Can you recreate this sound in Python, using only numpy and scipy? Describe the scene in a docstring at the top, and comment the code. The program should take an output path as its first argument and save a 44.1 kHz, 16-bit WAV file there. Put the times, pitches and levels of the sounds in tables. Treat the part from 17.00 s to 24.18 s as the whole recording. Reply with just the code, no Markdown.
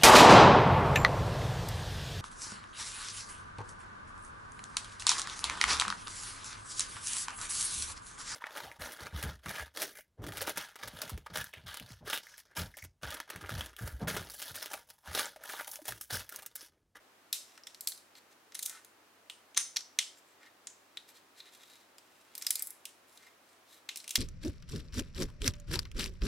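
"""Snapping plastic bricks

Two hands press small hollow bricks onto a model, heard close up and in stereo in a small room.
Each snap is a short force that excites the damped modes of the bricks, after a soft gritty onset;
the few onsets of several milliseconds are heard as creaks. Fingers slide as runs of tiny friction grains.
Early reflections and a diffuse tail surround them, above shaped noise for the room hush and a sine hum."""
import sys
import numpy as np
from scipy import signal
from scipy.fft import rfft, irfft
from scipy.io import wavfile

SR = 44100
rng = np.random.default_rng(int(sys.argv[2]) if len(sys.argv) > 2 else 0)


def transcribe(signal):
    """Save signal, clipped to [-1, 1], as a 16-bit WAV file at the path in sys.argv[1]."""
    frames = np.atleast_2d(signal).T
    limited = np.clip(frames, -1, 1)
    pcm = np.round(limited * 32767).astype(np.int16)
    wavfile.write(sys.argv[1], SR, pcm)


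N = 316638
CUTOFF_HZ = 16000   # upper edge of the bricks and of the whole sound


def from_db(db):
    """Amplitude ratio of a level: 20 dB is a factor of ten."""
    return 10 ** (np.asarray(db) / 20)


def unit_energy(x):
    """Energy normalisation: the squares sum to one."""
    return x / np.sqrt(np.sum(x ** 2) + 1e-20)


def at_hz(points, hz, axis=1):
    """Interpolate a column of a table linearly along log frequency."""
    points = np.array(points)
    return np.interp(np.log(np.maximum(hz, 1)), np.log(points[:, 0]), points[:, axis])


def add(track, start_s, sound):
    """Superposition: sounds add sample by sample from the start time."""
    i = int(np.clip(round(start_s * SR), 0, N - 1))
    track[i:i + len(sound)] += sound[:N - i]


def stereo(mid, side):
    """Sum and difference: left is mid plus side, right is mid minus side."""
    return np.array([mid + side, mid - side])


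def hush():
    """Stationary noise: random spectra shaped by level curves, plus a sine for the low hum of a distant fan."""
    # air noise of the room: (frequency [Hz], relative spectral density [dB])
    hush_spectrum = [(15, -44), (25, -23.5), (80, -18.5), (141, -12.5), (309, -1), (516, -3.5), (591, -2.5),
                     (1260, -4), (1520, -5.5), (2990, -11), (3340, -12), (4370, -14), (6560, -17),
                     (13600, -21), (16000, -22.5)]
    # its width: (frequency [Hz], side level relative to mid [dB])
    hush_width = [(60, -2.5), (130, -10), (290, -11), (640, -4.5), (1410, -2.5), (15000, -1)]
    hush_db = -65   # rms of the mid signal
    hum_hz, hum_db = 96.9, -89   # hum level is rms

    hz = np.fft.rfftfreq(N, 1 / SR)
    mid, side = rfft(rng.standard_normal((2, N))) * from_db(at_hz(hush_spectrum, hz))
    side = irfft(side * from_db(at_hz(hush_width, hz)), N)
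    mid = irfft(mid, N)
    hum = np.sqrt(2) * from_db(hum_db) * np.sin(2 * np.pi * hum_hz * np.arange(N) / SR)
    return from_db(hush_db) * stereo(mid, side) / np.std(mid) + hum


def room(x, level_db=-8.0, side_db=-6.5, build_s=0.0073, count=14):
    """Diffuse reverberation: band noise builds up over milliseconds, then decays exponentially at its own rate."""
    # decay of the room: (frequency [Hz], reverberation time T60 [s], relative level of the tail [dB])
    room_decay = [(299.3, 0.4, -3.5), (1000, .3, 0.5), (2200, 0.305, -2), (5530, 0.36, -1.5),
                  (9400, 0.34, -0.5), (15000, 0.17, -5.5)]

    t = np.arange(SR // 2) / SR
    white = rng.standard_normal((2, 2, len(t)))
    tail = 0
    edges = np.geomspace(200, 18000, count + 1)
    for k, band in enumerate(zip(edges, edges[1:])):
        hz = np.sqrt(band[0] * band[1])
        decay = from_db(-60 * t / at_hz(room_decay, hz))
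        envelope = unit_energy(decay * (1 - np.exp(-(t / build_s) ** 2)))
        # neighbouring bands draw on different noise
        noise = signal.sosfilt(signal.butter(2, band, "band", fs=SR, output="sos"), white[k % 2])
        tail = tail + noise * envelope * from_db(level_db + at_hz(room_decay, hz, axis=2))
    mid, side = tail
    return signal.fftconvolve(x[None], stereo(mid, from_db(side_db) * side), axes=1)[:, :N]


def scatter(x, first_s=0.0013, t60=0.031, level_db=-4.5, side_db=-8.5, count=90):
    """Early reflections: sparse random echoes off fingers and table, fading exponentially within 30 ms."""
    t = np.arange(int(.03 * SR)) / SR
    paths = rng.standard_normal((2, len(t))) * (rng.random((2, len(t))) < 2 * count / len(t))
    mid, side = paths * (t > first_s) * from_db(-60 * t / t60)
    side = np.gradient(side)   # close receivers differ only at short wavelengths
    echoes = from_db(level_db) * stereo(unit_energy(mid), from_db(side_db) * unit_energy(side))
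    return signal.fftconvolve(x[None], echoes, axes=1)[:, :N]


def resonance(hz, centre_hz, width_hz):
    """Damped resonator: the response of one mode, 1 at its peak."""
    return 1 / (1 + 1j * (hz ** 2 - centre_hz ** 2) / (hz * width_hz))


def causal(gain_db):
    """Causality by minimum phase: the folded cepstrum lets no response precede its excitation."""
    cepstrum = irfft(np.log(from_db(gain_db)))
    half = len(cepstrum) // 2
    cepstrum[1:half] *= 2
    cepstrum[half + 1:] = 0
    return np.exp(rfft(cepstrum))


def brick(colour_db, rings, ring_width_hz, grip_spread=0.031, lowest_hz=199.8, size=2048):
    """Modal impulse response of the model: radiation, wall modes shifted by the grip, and rings of touched parts."""
    # radiation of such small parts: (frequency [Hz], gain [dB])
    radiation = [(120, -40), (300, -31.5), (600, -22.5), (1000, -11.5), (2000, -5.5), (4000, 1.5),
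                 (6000, 2), (10000, 0.5), (15500, -10)]
    # wall modes of the hollow bricks: (frequency [Hz], width [Hz], gain at the peak [dB])
    walls = [(1301, 133, 2), (2064, 190, 4), (3096, 180, 0.5), (3787, 289, 2.5), (4400, 740, -1),
             (5310, 600, 1.5), (6230, 710, -0.5), (7260, 540, 0.5), (8600, 730, -2), (9000, 420, -0.5),
             (10450, 560, -1), (11100, 700, 1), (13020, 800, 6), (14800, 850, 8)]
    # corners of the colour curve: (frequency [Hz]); the second stays at 0 dB
    colour_hz = [1500, 4500, 9000, 14000]

    hz = np.maximum(np.fft.rfftfreq(size, 1 / SR), 1)
    low, high, top = colour_db
    colour = list(zip(colour_hz, [low, 0, high, top]))
    response = causal(at_hz(radiation, hz) + at_hz(colour, hz))
    for (mode_hz, width_hz, mode_db), grip in zip(walls, rng.standard_normal(len(walls))):
        # each wall holds its band back for a moment and gives it off again
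        mode = resonance(hz, mode_hz * (1 + grip_spread * grip), width_hz)
        response *= 1 - (1 + from_db(mode_db)) * mode
    response *= 1 + sum(from_db(ring_db) * resonance(hz, ring_hz, ring_width_hz)
                        for ring_hz, ring_db in rings)
    # parts this small give off no bass, and the contact is too slow for the highest treble
    edges = signal.butter(3, [lowest_hz, CUTOFF_HZ], "band", fs=SR, output="sos")
    return signal.sosfilt(edges, irfft(response)[:size // 2])


def brighten(colour_db, brightness_db):
    """Contact stiffness: a harder contact loses body at 1.5 kHz and gains edge at 9 and 14 kHz."""
    body_per_db, edge_per_db = -0.94, 1.3   # dB for each dB of brightness at 9 kHz
    return np.array(colour_db) + brightness_db * np.array([body_per_db, 1, edge_per_db])


def rubs(grains_per_s=1400., grain_spread_db=1.0, patchy_db=2.5, catches_per_s=25., catch_db=10.,
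         ring_width_hz=300.0, trim_db=-3.0):
    """Sliding friction: random grains, a few of them stronger catches on studs, excite the part being rubbed."""
    # strokes of the fingers: (middle [s], half-length [s], level before the trim [dB],
    #   brightness [dB], ring of the rubbed part [Hz])
    strokes = [(0.523, 0.11, -63.5, 0, 5560), (1.173, 0.029, -57, 0.5, 4320), (1.32, 0.026, -63, -2, 6300),
               (1.736, 0.11, -54.5, -5, 1450), (3.182, 0.023, -61.5, 3, 7460),
               (3.303, 0.07, -70.5, 2, 7620), (3.447, 0.068, -58.5, -6, 1830),
               (4.096, 0.035, -57, 2, 11930), (4.164, 0.046, -59.5, 0, 4200), (4.389, 0.049, -58, 0, 4050),
               (4.464, 0.09, -60, -3.5, 4000), (4.549, 0.052, -58, 3, 3620), (4.612, 0.036, -58, 0.5, 3760),
               (4.722, 0.17, -60, 0.5, 3900), (5.217, 0.42, -70, 2, 2670), (5.55, 0.34, -61, -3, 2170),
               (6.133, 0.082, -63.5, 4, 10850), (6.25, 0.097, -60.5, -1.5, 2030),
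               (6.512, 0.094, -68.5, 1, 8270), (6.734, 0.097, -59.5, 2.5, 3860)]
    # skin is softer than plastic: colour at 1.5, 9 and 14 kHz, and how strongly it rings the part
    skin_db, skin_ring_db = (9.5, -1.5, -5.5), 4.0

    out = np.zeros(N)
    # slowly varying pressure makes the runs uneven
    pressure = np.interp(np.arange(N), np.linspace(0, N, 500), rng.standard_normal(500))
    spread = np.clip(rng.standard_normal(N), -2, 2)
    sizes = from_db(grain_spread_db * spread + patchy_db * pressure)
    chance = rng.random(N) * SR
    hits = (chance < grains_per_s) + from_db(catch_db) * (chance < catches_per_s)
    grains = hits * rng.choice([-1, 1], N) * sizes
    for s, length, level_db, brightness_db, ring_hz in strokes:
        first, samples = max(int((s - length) * SR), 0), int(2 * length * SR)
        force = grains[first:first + samples]
        force = force * np.hanning(len(force))   # swells and fades
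        body = brick(brighten(skin_db, brightness_db), [(ring_hz, skin_ring_db)], ring_width_hz)
        stroke = unit_energy(signal.fftconvolve(force, body))
        add(out, s - length, from_db(level_db + trim_db) * np.sqrt(length * SR) * stroke)
    return out


def grip_at(s):
    """Excitation point: the part gripped at this time sets the colour, ring and room send of a snap."""
    # grips, each bringing another part into play: (start [s], colour at 1.5 kHz [dB], at 9 kHz [dB],
    #   at 14 kHz [dB], ring [Hz], ring level [dB], room send [dB])
    grips = [(0, -7, 1, -1.5, 2650, -2, 5.5), (0.55, 4, -0.5, -10, 5350, 0, 0.5),
             (0.78, -2.5, 6, 6, 4430, 4.5, 1.5), (1.4, -2, 3.5, 0.5, 6550, -5, 2),
             (2.1, 3, -4, -11, 8750, 8, 1.5), (2.45, 7, 0, -12, 6220, 12, 3.5),
             (2.7, 3, -5, -14, 5760, 12, -3), (2.9, -3.5, -2, -16.5, 3030, 5, 1),
             (3.5, 1.5, 2.5, -18, 7000, 9.5, 1), (3.85, 12.5, -3.5, -10, 3820, 13.5, -1.5),
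             (4.9, -1.5, 6.5, 6, 4940, -4, 0), (5.8, -4, 3.5, -1, 9500, -4, 1),
             (6.4, -4, 2, -5.5, 2720, 7, 1.5), (7.13, -5, -4, -8.5, 2850, 2, -2.5)]

    current = sum(s >= row[0] for row in grips[1:])
    _, low, high, top, ring_hz, ring_db, room_db = grips[current]
    return (low, high, top), (ring_hz, ring_db), room_db


def gritty_force(length_ms, grit_per_ms=.3, count=12):
    """Impulse train: one unit impulse, then random smaller ones; longer forces are grittier."""
    samples = max(int(length_ms * SR / 1000), 2)
    force = np.zeros(samples + 1)
    places = 1 + (rng.random(count) * samples).astype(int)
    force[places] = rng.standard_normal(count) * min(grit_per_ms * length_ms, 1)
    force[0] = 1
    return force


def snaps(ring_width_hz=490.0, settle_s=0.04, settle_db=-23.0, settle_spread_db=3.5, count=3):
    """Impulsive excitation: a soft onset, a main click and faint ticks ring the bricks; gives near sound and room send."""
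    # studs snapping and edges ticking: (time of the main click [s], level before the mix, rms over 5 ms [dB],
    #   brightness [dB], onset length before the click [ms], own ring [Hz], ring level [dB])
    clicks = [(0.328, -27, 0, 1.15, 3770, -2), (0.5765, -51, -4, 0.71, 1610, 14),
              (0.635, -51.5, 1, 0.64, 5360, 17), (0.67, -42, 0, 1.5, 3660, -2),
              (0.7456, -48.5, 2.5, 0.5, 4530, 5), (0.808, -39, 3.5, 0.5, 7400, 1),
              (0.873, -27.5, 0.5, 1.15, 10630, 4), (0.885, -36.5, 7, 0.56, 7780, -1),
              (0.9196, -43.5, -6.5, 0.53, 4400, 8), (0.976, -53, -1, 0.5, 3900, 15),
              (1.1527, -54.5, -12, 0.5, 2490, 5), (1.521, -54, -13, 0.5, 5200, 0),
              (1.5515, -36.5, -4.5, 6.1, 9900, 7), (1.5915, -37, -1.5, 0.53, 9450, 7.5),
              (1.629, -33, 4.5, 3.4, 3700, 2), (1.6602, -30.5, 4, 6, 9000, -5),
              (1.696, -40, 1, 1.6, 9590, 1), (1.8468, -52.5, 2, 0.5, 9400, 6),
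              (2.298, -39.5, 0, 0.51, 2930, 9.5), (2.546, -49.5, -2.5, 0.5, 3070, 6),
              (2.57, -31, -4, 7, 3850, 10), (2.5744, -20, 0.5, 0.55, 9180, 9.5),
              (2.768, -25, -0.5, 7.6, 4560, 2.5), (2.988, -21.5, 0, 0.5, 2280, -2.5),
              (3.6705, -38.5, -0.5, 0.5, 6300, 3), (3.9713, -38, -0.5, 0.47, 9750, 4),
              (4.403, -46, 2, 2.5, 4020, 22.5), (4.9824, -51.5, -8.5, 0.42, 8300, 1.5),
              (5.352, -40.5, -0.5, 0.48, 3460, 1), (5.379, -39, 2, 0.5, 11340, 1.5),
              (5.4124, -49, -12, 0.5, 7720, 14), (5.4229, -36.5, -3.5, 3, 5560, 1.5),
              (5.4475, -50, -6, 0.5, 2970, 5), (5.4669, -27, -2.5, 1.8, 4970, 7),
              (5.506, -23.5, -1, 1.23, 9800, 6), (5.5554, -31, 1, 2, 4380, 6),
              (5.594, -37, 2, 0.5, 7840, 9.5), (5.623, -30.5, 6, 1.2, 10600, 5.5),
              (5.671, -38.5, 13, 0.5, 10800, 4), (5.705, -42, 7, 0.5, 10700, 4),
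              (5.8538, -39, 0, 0.44, 2780, 10.5), (6.174, -53, -5, 0.5, 3780, 0),
              (6.8902, -33.5, -6, 1.93, 3490, -1), (6.9587, -39.5, 2.5, 0.5, 5600, 1),
              (6.9718, -39, 9, 0.6, 3950, 8), (7.002, -48, -1, 2, 4130, 12),
              (7.042, -49.5, -3, 0.56, 2330, 9), (7.078, -39.5, -0.5, 0.5, 9300, 7),
              (7.0922, -41, 4, 0.44, 3460, -2.5), (7.1081, -34, 3, 2.6, 2420, -2),
              (7.156, -19.5, 0, 1.83, 6300, -3)]
    # the onset gets louder with its length, up to onset_db relative to the main click
    onset_db, onset_full_ms, click_ms = -3.5, 2.4, 0.55

    near, sent = np.zeros(N), np.zeros(N)
    span = .005 * SR   # samples in the 5 ms that levels refer to
    for s, level_db, brightness_db, onset_ms, ring_hz, ring_db in clicks:
        colour_db, part_ring, room_db = grip_at(s)
        rings = [part_ring, (ring_hz, ring_db)]
        body = unit_energy(brick(brighten(colour_db, brightness_db), rings, ring_width_hz))
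        strength = from_db(level_db) * np.sqrt(span)
        # onset and main click share the energy of the snap
        onset_ratio = from_db(onset_db) * min(onset_ms / onset_full_ms, 1)
        click = strength / np.hypot(1, onset_ratio)
        # a soft gritty onset just before the main click; one of several ms is heard as a creak
        onset = unit_energy(np.convolve(gritty_force(onset_ms), body))
        add(near, s - onset_ms / 1000, click * onset_ratio * onset)
        add(near, s, click * unit_energy(np.convolve(gritty_force(click_ms), body)))
        # the room hears the brick from all sides, which evens out the grit
        add(sent, s, strength * from_db(room_db) * body)
        # the strained parts settle with a few faint ticks
        for wait, force in zip(rng.random(count), rng.uniform(-0.96, 1, count)):
            tick = strength * from_db(settle_db + settle_spread_db * force) * body
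            add(near, s + settle_s * wait, tick)
    return near, sent


def scene(pan_db=0.0, direct_db=-0.6):
    """Superposition of direct sound, early reflections, tail and background; the hands work in the middle."""
    near, sent = snaps()
    fingers = rubs()
    near, sent = near + fingers, sent + fingers
    bricks = from_db(direct_db) * near + scatter(near) + room(sent)
    return bricks * from_db([[pan_db / 2], [-pan_db / 2]]) + hush()


def record(dry):
    """Band limiting: an elliptic low-pass cuts the top of the treble steeply."""
    return signal.sosfilt(signal.ellip(10, .2, 70, CUTOFF_HZ, fs=SR, output="sos"), dry)


dry = scene()
out = record(dry)
transcribe(out)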